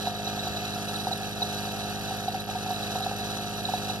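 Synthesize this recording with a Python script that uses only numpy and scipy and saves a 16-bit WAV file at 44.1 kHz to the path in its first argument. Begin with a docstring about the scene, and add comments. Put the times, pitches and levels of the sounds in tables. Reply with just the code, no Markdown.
"""At a table where a nebulizer runs, its plastic mask held close to a two-port stereo microphone.
Up front the air jet hisses through the mask; now and then the liquid spits and sets the mask's hollow
ringing, or the nozzle whistles. With it the piston compressor drones, its valves buzz and squeak on
every turn and the motor hums with the mains. Droplets tick and a hand bumps the mask over a low rumble."""
import sys
import numpy as np
from scipy import signal
from scipy.fft import rfft, irfft
from scipy.io import wavfile

SR = 44100
rng = np.random.default_rng(int(sys.argv[2]) if len(sys.argv) > 2 else 0)


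def dump(signal):
    """Clip the signal to [-1, 1] and save it as 16-bit WAV at the path in sys.argv[1]."""
    limited = np.clip(np.atleast_2d(signal).T, -1, 1)
    pcm = np.round(limited * 32767).astype(np.int16)
    wavfile.write(sys.argv[1], SR, pcm)


N = 176400
T = np.arange(N) / SR
FREQS = np.maximum(np.fft.rfftfreq(N, 1 / SR), 1)
TURNS_PER_S = 51.3427
TURN = TURNS_PER_S * T - .125   # position of the compressor's shaft [turns]
SIDES = np.array([[1], [-1]])   # left port, right port

# Strength of the spray, played about its mean: (time [s], level [dB])
SPRAY_STRENGTH = [(0.0, -40.5), (0.05, -43), (0.08, -42), (0.11, -45.5), (0.29, -42), (1.08, -42),
                  (1.38, -45), (1.43, -41), (1.45, -41.5), (2.39, -43.5), (2.47, -49.5), (2.48, -43.5),
                  (2.99, -41.5), (3.53, -44), (3.77, -41), (3.87, -42), (3.89, -40), (4.0, -45)]
# The jet's hiss, close up: (frequency [Hz], relative density [dB])
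JET_SPECTRUM = [(500, -80.5), (800, -76), (1050, -82), (1300, -73.5), (1700, -78.5), (2200, -85.5),
                (3200, -79.5), (4400, -78), (5400, -81), (6000, -86), (6400, -90), (7000, -82), (7900, -89),
                (8250, -99), (8600, -104), (9200, -109), (10100, -115), (10550, -118), (11100, -86),
                (11800, -89), (12300, -87.5), (13000, -84.5), (13500, -101), (14200, -102)]
# Bright edge of the hiss: (frequency [Hz], relative density [dB])
EDGE_SPECTRUM = [(8500, -110), (8900, -85), (9250, -80.5), (9700, -86), (10050, -89.5), (10500, -120)]
# That edge as the mask shifts at the microphone: (time [s], gain [dB])
EDGE_GAIN = [(0, -2), (.64, -5.5), (.70, 0.5), (1.1, 2), (1.3, 0.3), (4, -0.7)]
# The mask's hollow: (frequency [Hz], half-width [Hz], relative level [dB], flicker [dB], stroke swell [dB])
MASK_RESONANCES = [(734, 51, -45.5, 2, 4), (2620, 260, -48, -1.5, -1), (3941, 100, -43, 2.5, 0),
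                   (4560, 56, -54, 0, -0.5), (5913, 220, -48, 1.5, .3), (8005, 120, -61.5, 2.5, 0)]
def jet():
    """Grainy, sputtering hiss that pulses with each piston stroke and rings in the mask."""
    sputter_hz, grain_hz = 43, 190
    stroke = np.cos(2 * np.pi * (TURN - .25))
    flow = from_db(spray_swing_db() + 1.12 * drift(sputter_hz) - .26 * stroke)
    hiss = shaped_noise(JET_SPECTRUM) + from_db(in_time(EDGE_GAIN)) * shaped_noise(EDGE_SPECTRUM)
    hollow = 0
    for hz, width_hz, db, flicker_db, swell_db in MASK_RESONANCES:
        band = band_noise(hz, width_hz)
        hollow += band * from_db(db + flicker_db * drift(sputter_hz) + swell_db * stroke)
    grain = from_db(1.18 * drift(grain_hz))
    return flow * (hiss * grain + hollow)


# Liquid spitting right at the microphone: (time [s], relative level [dB], pitch [Hz], 60 dB decay [s])
LIQUID_SPITS = [(0.072, -17.5, 724, 0.062), (0.271, -31, 714, 0.07), (0.47, -22.5, 730, 0.11),
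                (1.071, -16.5, 735, 0.07), (1.114, -20, 750, 0.061), (1.21, -27, 746, 0.089),
                (1.419, -15.5, 746, 0.044), (1.745, -28.5, 743, 0.077), (2.108, -21.5, 758, 0.098),
                (2.281, -15.5, 728, 0.07), (2.346, -18, 736, 0.1), (2.489, -26, 754, 0.11),
                (2.553, -16, 736, 0.078), (2.662, -21, 741, 0.11), (2.706, -15.5, 735, 0.087),
                (2.955, -17.5, 727, 0.07), (3.004, -22.5, 750, 0.11), (3.064, -14.5, 720, 0.05),
                (3.113, -18.5, 763, 0.05), (3.69, -16.5, 727, 0.079), (3.738, -17.5, 729, 0.072),
                (3.897, -22.5, 747, 0.078)]
# Spray thrown by a spit: (frequency [Hz], relative density [dB])
SPLASH_SPECTRUM = [(300, -50), (600, -25), (880, -20), (1100, -44), (1600, -54), (2500, -50), (5000, -36),
                   (9000, -70), (14000, -77)]
def spits():
    """Each spit pops the air in the mask, sagging onto its pitch, and throws a puff of spray."""
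    lead_s, attack_s, splash_s = .0012, .0013, .0044
    bend, bend_s = .096, .0028   # starts sharp by this share, then settles
    pops, puffs = np.zeros(N), np.zeros(N)
    for at, db, hz, t60 in LIQUID_SPITS:
        start = at - lead_s
        t = T[T >= start] - start
        swell = from_db(db) * (1 - np.exp(-t / attack_s))
        cycles = hz * (t + bend * bend_s * (1 - np.exp(-t / bend_s)))
        pops[-len(t):] += swell * from_db(-60 * t / t60) * np.sin(2 * np.pi * cycles)
        puffs[-len(t):] += swell * np.exp(-t / splash_s)
    return from_db(-1.5) * pops + from_db(-13.5) * puffs * shaped_noise(SPLASH_SPECTRUM)


# Short whistles of the nozzle, close up: (time [s], level [dB])
NOZZLE_WHISTLES = [(.08, -30), (.275, -32.5), (.40, -34.5), (.475, -38), (.57, -35), (.955, -31),
                   (1.0, -35), (1.129, -31.5), (1.426, -28.5), (1.62, -56), (2.285, -38), (2.405, -39),
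                   (2.74, -37), (2.965, -36), (3.035, -30.5), (3.657, -31.5), (3.745, -31.5), (3.90, -36)]
def whistles():
    """The nozzle briefly sings on an unsteady pitch."""
    level = sum(from_db(db) * bell(T - at, width_s=.0082) for at, db in NOZZLE_WHISTLES)
    return level * band_noise(hz=3936, width_hz=103)


# Drone and housing buzz of the compressor on the table: (multiple of the shaft rate, relative level [dB])
SHAFT_HARMONICS = [(1, -13), (2, -2.5), (3, -6), (4, 1), (5, -10.5), (6, -9.5), (7, -12.5), (8, -4.5),
                   (9, -18.5), (10, -9.5), (11, -19), (12, -36), (13, -6.5), (14, 0.5), (15, -3.5),
                   (16, -16), (17, -12.5), (18, -12.5), (19, -28), (20, -28), (21, -29), (22, -20.5),
                   (23, -28), (24, -13), (25, -16.5), (26, -12.5), (27, -23.5), (28, -29), (29, -16.5),
                   (30, -17), (31, -13), (32, -28), (33, -11.5), (34, -48), (35, -19.5), (36, -18)]
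# Valve actions in each turn: (shaft position [turns], push + or pull -)
VALVE_STROKES = [(.22, 0.55), (0.391, -0.37), (.74, 0.81), (0.889, -1.08)]
def drone():
    """The valve strokes time the shaft's harmonics; the housing gives them their levels."""
    buzz_from_hz = 640
    position, push = np.transpose(VALVE_STROKES)
    wavers = [drift(6.9) for _ in range(7)]
    pumping = 0
    for k, db in SHAFT_HARMONICS:
        timing = np.angle(np.sum(push * np.exp(-2j * np.pi * k * position)))
        waver_db = .47
        if k * TURNS_PER_S > buzz_from_hz:
            db, waver_db = db - 2, 1.5
            timing -= .005 * k * k   # the housing's ringing smears the buzz in time
        level = from_db(db + waver_db * wavers[k % len(wavers)])
        pumping += level * np.cos(2 * np.pi * k * TURN + timing)
    return pumping * from_db(-39 + .57 * spray_swing_db())   # rises and falls with the spray


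# The valves' squeak, close by: (time [s], typical peak level [dB])
VALVE_SQUEAK_LEVEL = [(0, -44), (.6, -47.5), (1.0, -42), (2.5, -43), (4, -43.5)]
def squeak():
    """The valves give one thin falling chirp per turn, each at its own strength."""
    centre_hz, fall_hz_per_s, scatter_db, at_turn = 11540, 350000, 3.5, .385
    t = time_from_shaft(at_turn)
    turn = np.floor(TURN - at_turn + .5).astype(int) + 1
    size, phase = rng.standard_normal((int(TURN[-1]) + 10, 2))[turn].T
    chirp = np.sin(2 * np.pi * (centre_hz * t - fall_hz_per_s * t * t / 2 + phase))
    level = from_db(in_time(VALVE_SQUEAK_LEVEL) + scatter_db * size)
    return level * bell(t, width_s=.00089) * chirp


# Mains hum and its sidebands, one shaft rate apart: (frequency [Hz], relative level [dB])
HUM_TONES = [(68.7, -60), (120.0, -48), (171.3, -49), (222.7, -58)]
def hum():
    """The motor's iron hums with the mains, a little out of step at the two ports."""
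    lag_rad = .19 * SIDES
    return sum(from_db(db + 1) * np.sin(2 * np.pi * (hz * T + rng.random()) - lag_rad)
               for hz, db in HUM_TONES)


# Air at the compressor's intake: (frequency [Hz], peak density [dB per Hz])
INTAKE_SPECTRUM = [(1000, -98), (1500, -73), (2200, -75), (2800, -74.5), (3500, -73), (5000, -114)]
def intake():
    """The intake draws a short puff of air once per turn."""
    return bell(time_from_shaft(at_turn=.22), width_s=.0014) * shaped_noise(INTAKE_SPECTRUM)


# Droplets on the mask, next to the microphone: (time [s], relative level [dB])
DROPLET_HITS = [(.481, -62), (1.443, -80), (2.489, -75), (2.731, -69)]
def droplets():
    """Droplets strike the plastic with tiny bright ticks."""
    decay_s, corner_hz = .0008, 14000
    ticks = sum(from_db(db) * (T >= at) * np.exp(-np.abs(T - at) / decay_s) for at, db in DROPLET_HITS)
    return ticks * noise(1 / (1 + (corner_hz / FREQS) ** 4))


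# Handling noise on the mask: (time [s], level [dB])
HAND_BUMPS = [(.36, -52), (.51, -42), (3.22, -53)]
def hand_bumps():
    """The hand shifts on the mask with soft, dull bumps."""
    bump_hz = 68.5
    return sum(from_db(db) * bell(T - at, width_s=.02) * np.sin(2 * np.pi * bump_hz * (T - at))
               for at, db in HAND_BUMPS)


# The low bed behind it all: (frequency [Hz], density [dB per Hz])
RUMBLE_SPECTRUM = [(20, -98), (55, -102), (100, -77.5), (200, -76), (400, -75.5), (600, -71.5),
                   (1000, -101), (3000, -110)]
def rumble():
    """Air and motor rumble steadily."""
    return shaped_noise(RUMBLE_SPECTRUM)


# Likeness of the noise at the microphone's two ports: (frequency [Hz], correlation [0-1])
PORT_LIKENESS = [(50, 0.3), (500, 0.73), (1300, 1), (1750, 0.7), (1970, 1), (2280, 1), (2700, 0.88),
                 (3200, 0.23), (3600, 0.73), (4000, 0.77), (4450, 0.63), (5200, 1), (6100, 0.82),
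                 (6550, 0.85), (7100, 0.1), (10000, 0.72), (11200, 1), (12300, .4)]
def noise(gain):
    """Noise at both ports with the given amplitude per root Hz."""
    mid, side = rfft(rng.standard_normal((2, N)))
    alike = over_hz(PORT_LIKENESS)
    ports = np.sqrt(1 + alike) * mid + np.sqrt(1 - alike) * side * SIDES
    return irfft(gain * ports, N) * np.sqrt(SR) / 2


def shaped_noise(spectrum):
    """Noise following rows of (frequency [Hz], density [dB per Hz])."""
    return noise(from_db(over_hz(spectrum)))


def band_noise(hz, width_hz):
    """Noise around one resonance, at unit rms."""
    band = noise(1 / (1 + ((FREQS - hz) / width_hz) ** 2))
    return band / band.std()


def drift(rate_hz):
    """Random wander with spread 1, mostly slower than the given rate."""
    slow = irfft(rfft(rng.standard_normal(N)) / (1 + (FREQS / rate_hz) ** 2), N)
    return slow / slow.std()


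def spray_swing_db():
    """How far the spray stands above or below its mean."""
    spray_db = in_time(SPRAY_STRENGTH)
    return spray_db - spray_db.mean()


def time_from_shaft(at_turn):
    """Seconds from the shaft's nearest pass through a position."""
    return ((TURN - at_turn + .5) % 1 - .5) / TURNS_PER_S


def bell(t, width_s):
    """A Gaussian swell peaking at t = 0."""
    return np.exp(-(t / width_s) ** 2 / 2)


def from_db(db):
    """Decibels to gain."""
    return 10 ** (np.asarray(db) / 20)


def in_time(rows):
    """A curve of (time [s], value) at every sample."""
    return np.interp(T, *np.transpose(rows))


def over_hz(rows):
    """A curve of (frequency [Hz], value) at every frequency."""
    hz, value = np.transpose(rows)
    return np.interp(np.log(FREQS), np.log(hz), value)


def scene():
    """Compressor and mask, both close to the microphone."""
    compressor = drone() + hum() + intake() + squeak() + rumble()
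    return compressor + jet() + spits() + whistles() + droplets() + hand_bumps()


# Left port over right at the microphone: (frequency [Hz], balance [dB])
MIC_BALANCE = [(30, 8), (60, 0), (200, -.7), (700, -1.3), (1300, 0), (2100, -2), (3300, 2.5), (3950, -4),
               (4400, 1), (5900, -0.1), (7000, -2.5), (9300, -6), (11200, -3.5), (13000, -5.5)]
# Lead of the right port: (frequency [Hz], phase [rad])
MIC_PHASE = [(100, 0.7), (1000, -0.06), (1720, 0.94), (1960, 3), (2280, 3.5), (2600, 1.43), (3200, -0.07),
             (3900, -2.5), (4350, -2.5), (4600, -0.6), (5400, 0.59), (6250, 3.0), (6700, 4.5), (7150, 0),
             (8100, 6), (8600, 10), (9200, -0.3), (10000, 2.5), (11000, 1.9), (11500, -0.3), (12250, 3),
             (13300, -0.2)]
def record(dry):
    """Each microphone port hears its own level and phase; the top is cut."""
    cutoff_hz = 14100
    gain = from_db(SIDES * over_hz(MIC_BALANCE) / 2)
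    gain /= np.sqrt(np.mean(gain ** 2, axis=0))
    phase_shift = np.exp(-.5j * SIDES * over_hz(MIC_PHASE))
    heard = irfft(rfft(dry) * gain * phase_shift, N)
    lowpass = signal.ellip(10, .1, 80, cutoff_hz, fs=SR, output="sos")
    return signal.sosfilt(lowpass, heard)


dry = scene()
out = record(dry)
dump(out)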